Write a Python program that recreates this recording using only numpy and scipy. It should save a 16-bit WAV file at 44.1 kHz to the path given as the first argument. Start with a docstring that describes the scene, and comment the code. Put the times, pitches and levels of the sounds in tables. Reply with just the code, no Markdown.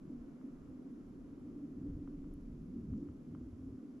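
"""A still pine forest

Light air and small movements of the wearer rumble on the case of a body-worn camera, which booms
near 260 Hz. The trees hush faintly. A few soft bumps, tiny taps of gear and one brush of a sleeve
sound over the hiss and thin whine of the camera's electronics."""
import sys
import numpy as np
from scipy import signal
from scipy.fft import rfft, irfft
from scipy.io import wavfile
from scipy.ndimage import uniform_filter1d

SR = 44100
rng = np.random.default_rng(int(sys.argv[2]) if len(sys.argv) > 2 else 0)


def master(y):
    """Save y as 16-bit WAV."""
    cut = np.clip(np.atleast_2d(y).T, -1, 1)
    pcm = np.round(cut * 32767)  # scale
    wavfile.write(sys.argv[1], SR, pcm.astype(np.int16))


N = 176400

# How each sound swells and fades, before its gain is added. Columns: time_s, level_db
BOOM_SWELLS = [(0, -60), (.04, -52), (.13, -46.5), (.2, -51.5), (.41, -54.5), (.44, -46.5), (.6, -56),
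               (.91, -48.5), (1.08, -54.5), (1.45, -50), (1.63, -46.5), (1.74, -49.5), (1.88, -42),
               (1.96, -49.5), (2.06, -46.5), (2.4, -52), (2.72, -51), (2.745, -42), (2.87, -51),
               (2.95, -41), (3.01, -42), (3.13, -53), (3.29, -53.5), (3.36, -47.5), (3.47, -50),
               (3.52, -57.5), (3.67, -48.5), (4, -52.5)]
THRUM_SWELLS = [(0, -64), (.09, -52), (.19, -63), (1.59, -61), (1.87, -50.5), (2.02, -56), (2.27, -55.5),
                (2.37, -58.5), (2.61, -51.5), (2.74, -57), (2.92, -46.5), (3, -50), (3.1, -61.5),
                (3.37, -52.5), (3.45, -69), (4, -67)]
BUFFET_SWELLS = [(0, -82), (.25, -63.5), (.45, -87), (.69, -56.5), (.86, -84), (1.02, -63.5), (1.5, -60.5),
                 (1.62, -71.5), (1.87, -49), (1.97, -44), (2.05, -66), (2.24, -58.5), (2.6, -58.5),
                 (2.8, -54.5), (2.92, -42.5), (3, -60), (3.11, -50.5), (3.24, -75), (3.32, -52),
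                 (3.75, -52), (3.84, -83), (4, -65)]
SWAY_SWELLS = [(0, -67), (.22, -56.5), (.39, -78), (.58, -58), (.85, -74.5), (1.15, -56.5), (1.3, -68),
               (1.78, -65), (1.95, -48.5), (2.04, -57), (2.22, -51.5), (2.55, -52.5), (2.7, -61.5),
               (2.93, -54.5), (3.05, -63.5), (3.7, -70), (3.82, -78), (4, -80)]
TREES_SWELLS = [(0, -76), (.25, -73.5), (.6, -74.5), (1.2, -75.5), (1.65, -75.5), (2.5, -77), (4, -77)]
# How the boom's pitch wanders. Columns: time_s, pitch_hz
BOOM_PITCH_PATH = [(0, 250.5), (.3, 259), (1.2, 260), (1.55, 275.3), (2.05, 275.1), (2.3, 255),
                   (2.76, 244.8), (2.95, 247), (3.04, 279.9), (3.2, 260), (3.4, 268), (3.7, 252), (4, 260)]
# The colour of each noise: how strong its pitches are next to each other. Columns: pitch_hz, level_db
BOOM_COLOUR = [(90, -35), (150, -18), (200, -13), (240, 1.5), (290, -1), (325, -4.5), (385, -8),
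               (450, -17.5), (500, -16.5), (580, -35), (900, -52.5)]
THRUM_COLOUR = [(95, -27.5), (125, -8), (145, 1.5), (175, 0), (205, -2.5), (260, -25.5), (400, -49.5)]
BUFFET_COLOUR = [(25, -17), (50, -2.5), (80, 6.5), (120, -2.5), (190, -14.5), (300, -20.5), (500, -35),
                 (800, -58)]
SWAY_COLOUR = [(12, -6), (22, -9), (35, 0), (48, -9.5), (75, -15), (150, -42)]
TREES_COLOUR = [(200, 8), (500, 7.5), (640, 4.5), (850, -4), (1050, -1.5), (1350, -2.5), (1700, -11),
                (2400, -15.5), (3500, -27.5), (7000, -36.5)]
EDDY_COLOUR = [(20, 3), (60, -7.5), (115, -10), (160, -0.5), (220, -2), (300, -0.5), (380, -4), (480, -17)]
SLEEVE_COLOUR = [(3000, -9.5), (5500, 1), (7000, 1), (8500, -14), (12000, -21)]
HISS_COLOUR = [(1000, 4), (3000, 3), (4000, -0.5), (5400, 2), (7400, -1), (8300, -9), (9200, -13),
               (10400, -12), (12600, -11.5), (13800, -17.5), (15500, -19.5)]
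# How much louder the left side is than the right. Columns: pitch_hz, left_minus_right_db
TREES_LEAN = [(400, -3.5), (850, -2.5), (1400, -1.5), (2300, 2.5)]
HISS_LEAN = [(3000, 0), (5500, 0.5), (7500, 4.5), (9000, 6), (10500, 10), (13000, 10.5)]
# How far the left side's wave runs ahead (below zero: behind). Columns: pitch_hz, lead_radians
TREES_LEFT_LEAD = [(550, 0), (800, -.3), (1100, -.9), (1400, -.8), (2500, -1.7)]
# When and how hard the case is bumped and the gear is tapped. Columns: start_s, strength_db
CASE_BUMPS = [(.039, -37.5), (.427, -40), (1.530, -42), (2.733, -29.5), (3.002, -36.5), (3.351, -46),
              (3.733, -42)]
GEAR_TAPS = [(.413, -60), (2.075, -54.5), (2.242, -62), (2.936, -59), (3.087, -58.5), (3.349, -52)]
# The notes each object rings with; a fade is a drop of 60 dB. Columns: pitch_hz, gain_db, fade_s
CASE_NOTES = [(247, -5.5, 0.059), (294, -8.5, 0.038)]
GEAR_NOTES = [(600, -16, .014), (1060, 1.5, 0.0097), (1440, -2.5, 0.01), (2120, -17.5, .018),
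              (3050, -21, 0.018)]
# One sharp tick of gear and two tiny ones. Columns: start_s, level_db, pitch_hz
GEAR_TICKS = [(2.339, -58.5, 11000), (2.980, -69, 6550), (3.004, -70.5, 5800)]

BOOM_GAIN_DB, THRUM_GAIN_DB, BUFFET_GAIN_DB, SWAY_GAIN_DB, TREES_GAIN_DB = -1.04, 0, -1.5, -0.5, 7.5
BROAD_BOOM_DB, EDDY_DB, SLEEVE_DB, HISS_DB = -56.5, -64, -90, -83
WHISTLE_DB, TONE_DB, BUZZ_DB = -100, -109, -102
WHISTLE_HZ, WHISTLE_WIDTH_HZ, TONE_HZ = 10690, 150, 12828
BUZZ_HZ, BUZZ_SPACING_HZ, BUZZ_SPREAD_HZ = 10270, 60, 2700


def case_boom():
    """Air and movement make the hollow case ring: a wavering note with a broader noise around it."""
    level_db = in_time(BOOM_SWELLS)
    note = narrow_noise(in_time(BOOM_PITCH_PATH), width_hz=29.3)
    boom = from_db(level_db + BOOM_GAIN_DB) * steady(note, samples=3500)
    broad_swing_db = 0.45 * (level_db - level_db.mean())   # swells with the note, but less
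    return boom + from_db(BROAD_BOOM_DB + broad_swing_db) * noise(BOOM_COLOUR, likeness=1)


def case_rumble():
    """Air and movement shake the case: a bass thrum, lower buffeting and a very deep sway."""
    thrum = steady(noise(THRUM_COLOUR, likeness=1), samples=5000)
    buffet = steady(noise(BUFFET_COLOUR, likeness=1), samples=5000)
    sway = steady(noise(SWAY_COLOUR, likeness=1), samples=8000)
    return (from_db(in_time(THRUM_SWELLS) + THRUM_GAIN_DB) * thrum
            + from_db(in_time(BUFFET_SWELLS) + BUFFET_GAIN_DB) * buffet
            + from_db(in_time(SWAY_SWELLS) + SWAY_GAIN_DB) * sway)


def case_bumps():
    """Soft knocks set the case's two low notes ringing briefly."""
    push = soften(clicks(CASE_BUMPS), above_hz=390)
    return strike(soften(push, above_hz=390), CASE_NOTES)


def air_eddies():
    """Air swirls faintly at the microphone openings, differently at each one."""
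    return from_db(EDDY_DB) * noise(EDDY_COLOUR, likeness=0)


def trees():
    """The wide, even hush of the forest."""
    hush = noise(TREES_COLOUR, likeness=0.52, lean=TREES_LEAN, left_lead=TREES_LEFT_LEAD)
    return from_db(in_time(TREES_SWELLS) + TREES_GAIN_DB) * hush


def gear(tail_db=-30, tail_fade_s=0.082):
    """Lightly struck gear rings for a moment: dull taps with a short noisy tail, and fine ticks."""
    t = np.arange(SR // 10) / SR
    tail = rng.standard_normal((2, len(t))) * from_db(tail_db - 60 * t / tail_fade_s)
    push = soften(clicks(GEAR_TAPS), above_hz=4500)
    scattered = signal.fftconvolve(push[None], tail, axes=1)[:, :N]
    taps = strike(push + scattered, GEAR_NOTES)
    ticks = sum(ring(clicks([(start_s, db)]), hz, fade_s=0.0021) for start_s, db, hz in GEAR_TICKS)
    return taps + ticks


def sleeve(peak_s=2.98, half_length_s=0.07):
    """A sleeve brushes once, very softly, during the strongest movement."""
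    swell = np.exp(-((np.arange(N) / SR - peak_s) / half_length_s) ** 2)
    return from_db(SLEEVE_DB) * swell * noise(SLEEVE_COLOUR, likeness=0.4, lean=HISS_LEAN)


def electronic_whine():
    """The electronics add a thin whistle, a steady high tone and a faint buzz, mostly on the left."""
    t = np.arange(N) / SR
    fade_s = np.log(1000) / (np.pi * WHISTLE_WIDTH_HZ)   # a longer ring makes a purer whistle
    whistle = from_db(WHISTLE_DB) * rms_one(ring(rng.standard_normal(N), WHISTLE_HZ, fade_s))
    tone = from_db(TONE_DB) * rms_one(np.sin(2 * np.pi * TONE_HZ * t))
    buzz = np.zeros(N)
    for offset_hz in BUZZ_SPACING_HZ * np.arange(-20, 30):
        strength = np.exp(-abs(offset_hz) / BUZZ_SPREAD_HZ) * rng.random()
        buzz += strength * np.sin(2 * np.pi * ((BUZZ_HZ + offset_hz) * t + rng.random()))
    return (whistle + tone + from_db(BUZZ_DB) * rms_one(buzz)) * pan(left_minus_right_db=11.5)


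def amplifier_hiss():
    """The microphone amplifier hisses steadily, its highest pitches leaning left."""
    return from_db(HISS_DB) * noise(HISS_COLOUR, likeness=0.4, lean=HISS_LEAN)


def from_db(db):
    """Turn decibels into a number to multiply by."""
    return 10 ** (np.asarray(db) / 20)


def rms_one(x):
    """Scale a sound so its average strength (rms) is 1."""
    return x / np.sqrt(np.mean(x ** 2) + 1e-30)


def in_time(rows):
    """Join a table's points with straight lines, giving a value for every sample."""
    return np.interp(np.arange(N) / SR, *np.transpose(rows))


def at_hz(rows, hz):
    """Read a table at any pitch, spacing the octaves evenly."""
    pitches_hz, values = np.transpose(rows)
    return np.interp(np.log(hz + 1e-3), np.log(pitches_hz), values)


def pan(left_minus_right_db):
    """Left and right gains that move a sound to one side."""
    return from_db(np.array([[.5], [-.5]]) * left_minus_right_db)


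def noise(colour, likeness, lean=None, left_lead=None):
    """Stereo noise of strength 1; likeness runs from 0 (unrelated sides) to 1 (the same on both)."""
    hz = np.arange(N // 2 + 1) * SR / N
    shared, opposed = rfft(rng.standard_normal((2, N)))
    both = np.sqrt(1 + likeness) * shared + np.sqrt(1 - likeness) * opposed * np.array([[1], [-1]])
    if lean:
        both = both * pan(at_hz(lean, hz))
    if left_lead:
        both = both * np.exp(1j * np.array([[.5], [-.5]]) * at_hz(left_lead, hz))
    edge_fade = np.minimum(1, hz / colour[0][0]) ** 2 / np.maximum(1, hz / colour[-1][0]) ** 2
    return rms_one(irfft(both * from_db(at_hz(colour, hz)) * edge_fade, N))


def narrow_noise(pitch_hz, width_hz):
    """Noise of strength 1, gathered closely around a moving pitch."""
    wobble = soften(rng.standard_normal((2, N + SR)), width_hz)[:, SR:]
    angle = 2 * np.pi * np.cumsum(pitch_hz) / SR
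    return rms_one(wobble[:1] * np.cos(angle) + wobble[1:] * np.sin(angle))


def steady(x, samples):
    """Even out a noise's slow swells by dividing by its strength over nearby samples."""
    return x / np.sqrt(uniform_filter1d(np.mean(x ** 2, axis=0), samples) + 1e-9)


def soften(x, above_hz):
    """Dull a sound by turning down its higher pitches."""
    return signal.sosfilt(signal.butter(2, above_hz, fs=SR, output="sos"), x + 1e-18)


def clicks(rows):
    """A one-sample click for each row."""
    track = np.zeros(N)
    for start_s, level_db in rows:
        track[int(start_s * SR)] += from_db(level_db)
    return track


def ring(x, hz, fade_s):
    """Each push in x starts a pure note that drops 60 dB in fade_s."""
    decay = from_db(-60 / (fade_s * SR))
    step = 2 * np.pi * hz / SR
    return signal.lfilter([0, np.sin(step)], [1, -2 * decay * np.cos(step), decay * decay], x + 1e-18)


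def strike(push, notes):
    """A push rings all of an object's notes, every second one swinging the opposite way."""
    return sum((-1) ** k * from_db(db) * ring(push, hz, fade_s)
               for k, (hz, db, fade_s) in enumerate(notes))


def scene():
    """Add up all the sounds, left and right."""
    case = (case_boom() + case_rumble() + case_bumps()) * pan(left_minus_right_db=-0.35)
    return case + air_eddies() + trees() + gear() + sleeve() + electronic_whine() + amplifier_hiss()


def record(dry, cutoff_hz=15800):
    """Cut away the very highest pitches."""
    return signal.sosfilt(signal.cheby2(12, 70, cutoff_hz, fs=SR, output="sos"), dry)


dry = scene()
out = record(dry)
master(out)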